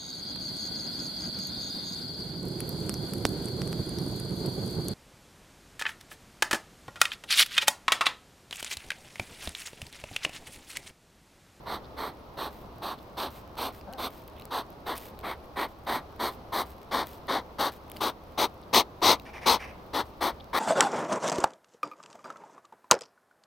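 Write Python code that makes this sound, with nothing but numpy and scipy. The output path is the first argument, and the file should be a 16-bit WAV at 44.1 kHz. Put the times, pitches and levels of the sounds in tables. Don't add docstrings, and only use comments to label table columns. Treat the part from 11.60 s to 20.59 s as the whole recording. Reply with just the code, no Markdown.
import sys
import numpy as np
from scipy import signal
from scipy.fft import rfft, irfft, next_fast_len
from scipy.io import wavfile
from scipy.ndimage import uniform_filter1d, map_coordinates

SR = 44100
rng = np.random.default_rng(int(sys.argv[2]) if len(sys.argv) > 2 else 0)


def transcribe(u):
    v = np.clip(np.atleast_2d(u).T, -1, 1)
    q = np.round(v * 32767).astype(np.int16)
    wavfile.write(sys.argv[1], SR, q)


N = 396459

# freq_hz, gain_db
GARDEN = [(18, -15), (30, -10), (64, -5), (150, -10), (620, -11.5), (1130, -14.5), (1700, -28), (2900, -32),
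          (4200, -32.5), (5800, -39), (7200, -49), (10500, -49), (12500, -43.5), (16000, -45)]
# freq_hz, correlation
ALIKE = [(60, 1), (180, 0.82), (550, 0.8), (1650, 0.051), (4970, 0.35), (15000, 1)]
# start_s, length_s, level_db
RUSTLES = [(0.9, 0.16, -62.5), (1.37, 0.087, -68), (1.7, 0.12, -57), (2.12, 0.092, -59.5), (2.5, 0.14, -59),
           (3.35, 0.043, -46), (3.39, 0.12, -52.5), (4.08, 0.054, -63.5), (4.71, 0.051, -56.5),
           (5.05, 0.095, -58.5), (5.45, 0.14, -55), (6.11, 0.071, -57.5), (6.335, 0.066, -59),
           (8.44, 0.075, -64.5)]
# freq_hz, gain_db
GRASS = [(700, -1), (2000, 1), (4000, -1), (7300, -9.5), (9000, -6.5), (10500, -10.5), (13000, 0.5),
         (15800, -4)]
# start_s, length_s, level_db, swell_db (start to end), hiss_db
HUFFS = [(0.056, 0.13, -35.5, 2, -7), (0.364, 0.15, -36, -1.5, -4.5), (0.767, 0.13, -35.5, 0, -3),
         (1.214, 0.14, -35.5, -2.5, -2.5), (1.567, .13, -33, -5, -1.5), (1.966, .14, -33, -0.5, 2.5),
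         (2.374, .11, -34, 8.5, 2), (2.904, .12, -32, -0.5, -2.5), (3.258, 0.11, -34, -5.5, -3.5),
         (3.628, .12, -35, 1, -6), (3.956, 0.11, -31, 3.5, -4), (4.261, 0.14, -30.5, -1, -2),
         (4.591, .12, -30, -3, 0.5), (4.92, .12, -29, 0.5, 3), (5.309, .14, -28.5, -3.5, -3),
         (5.678, .13, -28.5, -4, -7.5), (5.983, .12, -27, -4, 0.5), (6.403, .11, -27.5, -5.5, 1.5),
         (6.774, .091, -25, 2, 3), (7.128, 0.092, -19.5, 0.5, 4), (7.415, .13, -19.5, 5, 2),
         (7.857, .12, -21, -10.5, 2), (8.33, 0.1, -28.4, -1.5, -3.5), (8.605, .11, -27, -2.5, 0),
         (8.928, 0.12, -26, 0.5, -3)]
# freq_hz, gain_db
JET = [(40, -25), (100, -16), (170, -14.5), (230, -4.5), (300, -1), (600, -3.5), (1300, -7.0), (2700, -18),
       (7300, -32), (15500, -25.5)]
# centre_hz, half_width_hz, gain_db
NOSE = [(1003, 357, 10), (2050, 424, 6), (3966, 1140, 17), (6010, 600, 6.5), (7320, 202, -3.5),
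        (8660, 930, 9), (12430, 1340, 7)]
# time_s, notch_hz
NOTCH = [(0, 2520), (.37, 2820), (.8, 2130), (2.37, 1800), (2.9, 2250), (3.6, 2680), (5.68, 2680),
         (6.4, 1940), (7.13, 1530), (7.86, 1700), (8.33, 2380), (8.9, 2780)]
# middle_s, half_length_s, away_0_to_1
TURNS = [(3.805, 0.58, 1), (8.8, 0.23, 0.55)]
# time_s, left_minus_right_db
PLACE = [(0, -2), (3, -0.1), (4.5, 0.2), (6.8, 3.4), (7.9, 4), (9, 2.5)]
# start_s, length_s, level_db, ring_hz
RUBS = [(0.237, 0.028, -59.5, 3900), (1.379, 0.018, -58, 3900), (2.755, 0.072, -61.5, 2760),
        (7.027, .012, -62, 4000), (8.799, 0.014, -51.5, 3600)]
# start_s, start_hz, level_db
CHIRPS = [(.585, 10400, -72), (1.415, 14900, -67), (3.828, 10800, -72)]
# time_s, peak_db, ring_re_peak_db
TICKS = [(1.1827, -40, -13), (2.211, -47, 4), (2.3266, -31, -18), (2.3347, -30, -5.5), (2.6778, -31.5, -17),
         (2.797, -35, -6), (2.8205, -39, 0), (2.8534, -25, -26), (3.266, -34, -10), (3.378, -20, -30),
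         (3.5894, -28.5, -14), (5.4698, -24, -16), (6.2988, -30, -14), (6.3162, -22, -15.5),
         (6.364, -32, -5), (6.3684, -32.5, -2.5), (7.5973, -34, -3)]
# freq_hz, level_db, t60_s
STALK = [(2640, -1.5, 0.01), (3860, 1.5, 0.0069)]
# time_s, pitch_hz (before jitter), level_db
GRUNT = [(2.255, 181, -66), (2.285, 196.7, -42.5), (2.31, 224.5, -46), (2.34, 259, -43.5),
         (2.385, 248, -51)]
# freq_hz, gain_db
THROAT = [(190, 5), (400, -13), (600, 6), (800, 3.5), (1100, -22), (1500, -6), (2000, -34)]
# start_s, length_s, level_db
NOTES = [(7.651, 0.063, -50.5), (7.732, 0.068, -47), (7.812, 0.074, -45), (7.992, 0.075, -44.5),
         (8.072, 0.051, -53.0)]
# freq_hz, gain_db
SYRINX = [(300, -13), (900, 1), (1400, -7.5), (2350, 1.5), (3100, -12), (4200, -21), (5600, -13.5),
          (7300, -32), (9000, -26), (15500, -33)]
SIDES = np.array([[1], [-1]])

HOLD_SHARE, RELEASE_SHARE = 0.89, 0.086
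USUAL_HUFF_DB, USUAL_NOTCH_HZ = -30, 2270
TOP_HZ = 15950


def amp(db):
    return 10 ** (np.asarray(db) / 20)


def unit(x):
    return x / np.sqrt(np.mean(x ** 2) + 1e-20)


def along(points, hz):
    f, v = np.transpose(points)
    return np.interp(np.log(hz + 1), np.log(f + 1), v)


def curves(rows):
    time_s, *columns = np.transpose(rows)
    return [np.interp(np.arange(N) / SR, time_s, column) for column in columns]


def bell(hz, centre_hz, width_hz):
    return np.exp(-((hz - centre_hz) / width_hz) ** 2)


def low_pass(hz, edge_hz):
    return 1 / (1 + (hz / edge_hz) ** 4)


def wobble(rate_hz, size=N):
    knots = rng.standard_normal(int(size * rate_hz / SR) + 4)
    return map_coordinates(knots, [np.arange(size) * rate_hz / SR])


def filtered(x, response):
    size = x.shape[-1]
    padded = next_fast_len(size + 4096)
    hz = np.fft.rfftfreq(padded, 1 / SR)
    return irfft(rfft(x, padded) * response(hz), padded)[..., :size]


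def add(track, start_s, sound):
    start = max(round(start_s * SR), 0)
    part = sound[:max(N - start, 0)]
    track[start:start + len(part)] += part


def puff(length_s, lean_db=0, attack_share=0.09):
    progress = np.arange(SR // 3) / SR / length_s
    attack = 1 - np.exp(-progress / attack_share)
    release = (1 - np.tanh((progress - HOLD_SHARE) / RELEASE_SHARE / 2)) / 2
    lean = amp(lean_db * (np.minimum(progress, 1) - HOLD_SHARE / 2))
    return attack * release * lean


def swells(rows):
    track = np.zeros(N)
    for start_s, length_s, level_db in rows:
        add(track, start_s, amp(level_db) * puff(length_s, attack_share=0.053))
    return track


def garden(rush_db=-47.0, waver_db=0.5, rumble_db=-58, rumble_hz=67, rumble_width_hz=9):
    turn = lambda hz: np.arccos(np.clip(along(ALIKE, hz), -1, 1)) / 2
    spread = lambda hz: amp(along(GARDEN, hz)) * [np.cos(turn(hz)), np.sin(turn(hz))]
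    mid, side = filtered(rng.standard_normal((2, N)), spread)
    rush = unit(np.array([mid + side, mid - side])) * amp(rush_db + waver_db * wobble(7.4))
    drone = unit(filtered(rng.standard_normal(N), lambda hz: bell(hz, rumble_hz, rumble_width_hz)))
    return rush + amp(rumble_db) * drone


def grass(rustle_db=2, rest_db=-73, stir_db=-8, settle_s=0.79, grain_db=3.5,
          crackle_rate_hz=55, spread_db=5.0):
    colour = lambda hz: amp(along(GRASS, hz))
    steps = swells(RUSTLES)
    grainy = rng.standard_normal(N) * amp(grain_db * wobble(700))
    brush = unit(filtered(grainy, colour))
    hit_sizes = amp(spread_db * np.clip(rng.standard_normal(N), -2, 2))
    hits = (rng.random(N) < crackle_rate_hz / SR) * hit_sizes
    bursts = signal.lfilter([1], [1, -np.exp(-1 / (0.00019 * SR))], hits)
    crackle = unit(filtered(bursts * rng.standard_normal(N), colour))
    stir = amp(rest_db) + amp(stir_db) * uniform_filter1d(steps, int(settle_s * SR))
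    return amp(rustle_db) * steps * brush + stir * crackle


def snout(hz, force_db, raised, away, hiss_db):
    db = along(JET, hz) + sum(gain_db * bell(hz, centre, width) for centre, width, gain_db in NOSE)
    push_db = 0.75 * max(force_db, 0)
    hollow_db = 7.1 * away - 0.4 + 0.087 * force_db
    nasal_db = -1.66 - 0.05 * force_db - 1.8 * away
    bright_db = 2.0 + 0.73 * force_db + 2.6 * raised - 4.5 * away
    return amp(db
               + push_db * bell(hz, centre_hz=60, width_hz=50)
               + hollow_db * bell(hz, centre_hz=2430, width_hz=660)
               + nasal_db * bell(hz, centre_hz=4040, width_hz=890)
               + bright_db * bell(hz, centre_hz=5840, width_hz=2200)
               + hiss_db * (1 - low_pass(hz, edge_hz=8300)))


def notch(hz, centre_hz, depth_db=-11, width_share=0.37):
    swing = centre_hz ** 2 - hz ** 2
    loss = 1j * hz * centre_hz * width_share
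    return (swing + amp(depth_db) * loss) / (swing + loss)


def ports(hz, pan_db, mid_share=0.24, sheen_share=0.4, rasp_share=0.67):
    peaks_db = 3.2 - 0.97 * pan_db
    return amp(mid_share * pan_db * SIDES * bell(hz, centre_hz=1100, width_hz=540)
               + rasp_share * peaks_db * bell(hz, centre_hz=4370, width_hz=350)
               + (peaks_db + sheen_share * pan_db * SIDES) * bell(hz, centre_hz=13200, width_hz=900))


def huffs(level_db=1.5, flutter_db=1.04, steepness=0.54, split_hz=3000, treble_db=1, drift_db=0.7,
          skew_per_db=-0.02, leaf_share=0.16):
    track = np.zeros((2, N))
    for start_s, length_s, huff_db, lean_db, hiss_db in HUFFS:
        notch_hz = np.interp(start_s, *np.transpose(NOTCH))
        pan_db = np.interp(start_s, *np.transpose(PLACE))
        raised = np.log2(USUAL_NOTCH_HZ / notch_hz)
        away = sum(far * np.exp(-((start_s - middle_s) / half_s) ** 2) for middle_s, half_s, far in TURNS)
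        force_db = huff_db - USUAL_HUFF_DB
        flow = puff(length_s, lean_db, attack_share=0.11)
        eddies = rng.standard_normal(len(flow)) * amp(flutter_db * wobble(249.6, size=len(flow)))
        notches_hz = notch_hz * (1 - skew_per_db * pan_db * SIDES)
        delay_s = rng.uniform(0.000295, 0.00119, (2, 1))
        leaf = lambda hz: 1 + leaf_share * hz / (hz + 1000) * np.exp(-2j * np.pi * hz * delay_s)
        path = lambda hz: notch(hz, notches_hz) * leaf(hz) * ports(hz, pan_db)
        nose = lambda hz: snout(hz, force_db, raised, away, hiss_db)
        air = unit(filtered(eddies, lambda hz: nose(hz) * path(hz)))
        body = filtered(air, lambda hz: low_pass(hz, split_hz))
        treble_gain = amp(treble_db + drift_db * wobble(33.5, size=len(flow))) * flow ** steepness
        huff = amp(huff_db + level_db) * flow * (body + treble_gain * (air - body))
        for channel, sound in zip(track, huff):
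            add(channel, start_s, sound)
    return track


def rubs(level_db=2, width_hz=1100, slip_rate_hz=115, unevenness=0.25, fade_db=22):
    track = np.zeros(N)
    for start_s, length_s, rub_db, ring_hz in RUBS:
        flow = puff(length_s)
        rate_hz = slip_rate_hz * (1 + unevenness * wobble(100, size=len(flow)))
        cycle = np.cumsum(rate_hz) / SR % 1
        slips = rng.standard_normal(len(flow)) * amp(-fade_db * cycle)
        chirr = unit(filtered(slips, lambda hz: bell(hz, ring_hz, width_hz)))
        add(track, start_s, amp(rub_db + level_db) * flow * chirr)
    return track


def chirps(length_s=0.032, fall_hz_per_s=28000, waver_hz=90):
    track = np.zeros(N)
    for start_s, start_hz, level_db in CHIRPS:
        flow = puff(length_s)
        slide_hz = start_hz - fall_hz_per_s * np.arange(len(flow)) / SR
        pitch_hz = slide_hz + waver_hz * wobble(120, size=len(flow))
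        add(track, start_s, amp(level_db) * flow * np.sin(2 * np.pi * np.cumsum(pitch_hz) / SR))
    return track


def ticks(snap_db=-1, ring_db=4, snap_t60_s=0.0036):
    track = np.zeros(N)
    t = np.arange(SR // 40) / SR
    for time_s, peak_db, ring_re_peak_db in TICKS:
        crack = np.diff(rng.standard_normal(len(t) + 2), 2) * amp(-60 * t / snap_t60_s)
        ring = np.zeros(len(t))
        for mode_hz, mode_db, t60_s in STALK:
            detuned_hz = mode_hz * np.exp(0.12 * rng.standard_normal())
            ring += amp(mode_db - 60 * t / t60_s) * np.sin(2 * np.pi * detuned_hz * t)
        snap = amp(peak_db + snap_db) * crack / np.abs(crack).max()
        ringing = amp(peak_db + ring_re_peak_db + ring_db) * ring / np.abs(ring).max()
        add(track, time_s + 0.001, snap + ringing)
    return track


def grunt(jitter=0.055, count=9, pan_db=3.0, level_db=1):
    pitch_hz, contour_db = curves(GRUNT)
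    t = np.arange(N) / SR
    on = (t > GRUNT[0][0]) & (t < GRUNT[-1][0])
    rough_hz = pitch_hz[on] * (1 + jitter * wobble(200, size=on.sum()))
    phase = 2 * np.pi * np.cumsum(rough_hz) / SR
    tone = sum(amp(along(THROAT, k * pitch_hz[on])) * np.sin(k * phase) for k in range(1, count + 1))
    track = np.zeros(N)
    track[on] = amp(contour_db[on] + level_db) * unit(tone)
    return track * amp(pan_db * SIDES / 2)


def surroundings(x, t60_s=0.12):
    t = np.arange(SR // 2) / SR
    dull = filtered(rng.standard_normal((2, len(t))), lambda hz: 1 / (1 + hz / 4000))
    tail = dull * amp(-60 * t / t60_s)
    return signal.fftconvolve(x[None], tail / np.linalg.norm(tail[0]), axes=1)[:, :N]


def magpie(level_db=2, wood_db=-10, rasp_db=1.5):
    rasp = rng.standard_normal(N) * amp(rasp_db * wobble(500))
    voice = unit(filtered(rasp, lambda hz: amp(along(SYRINX, hz))))
    notes = amp(level_db) * swells(NOTES) * voice
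    return notes + amp(wood_db) * surroundings(notes, t60_s=0.44)


def scene(scatter_db=-30, shadow_hz=520):
    animal = huffs() + grass() + rubs() + ticks()
    bass = filtered(animal, lambda hz: low_pass(hz, shadow_hz))
    pan_db = curves(PLACE)[0]
    direct = bass + (animal - bass) * amp(pan_db * SIDES / 2)
    scatter = amp(scatter_db) * surroundings(animal.mean(axis=0))
    return direct + scatter + grunt() + magpie() + chirps() + garden()


def record(dry):
    return filtered(dry, lambda hz: np.clip((TOP_HZ - hz) / 200 + 0.5, 0, 1))


dry = scene()
out = record(dry)
transcribe(out)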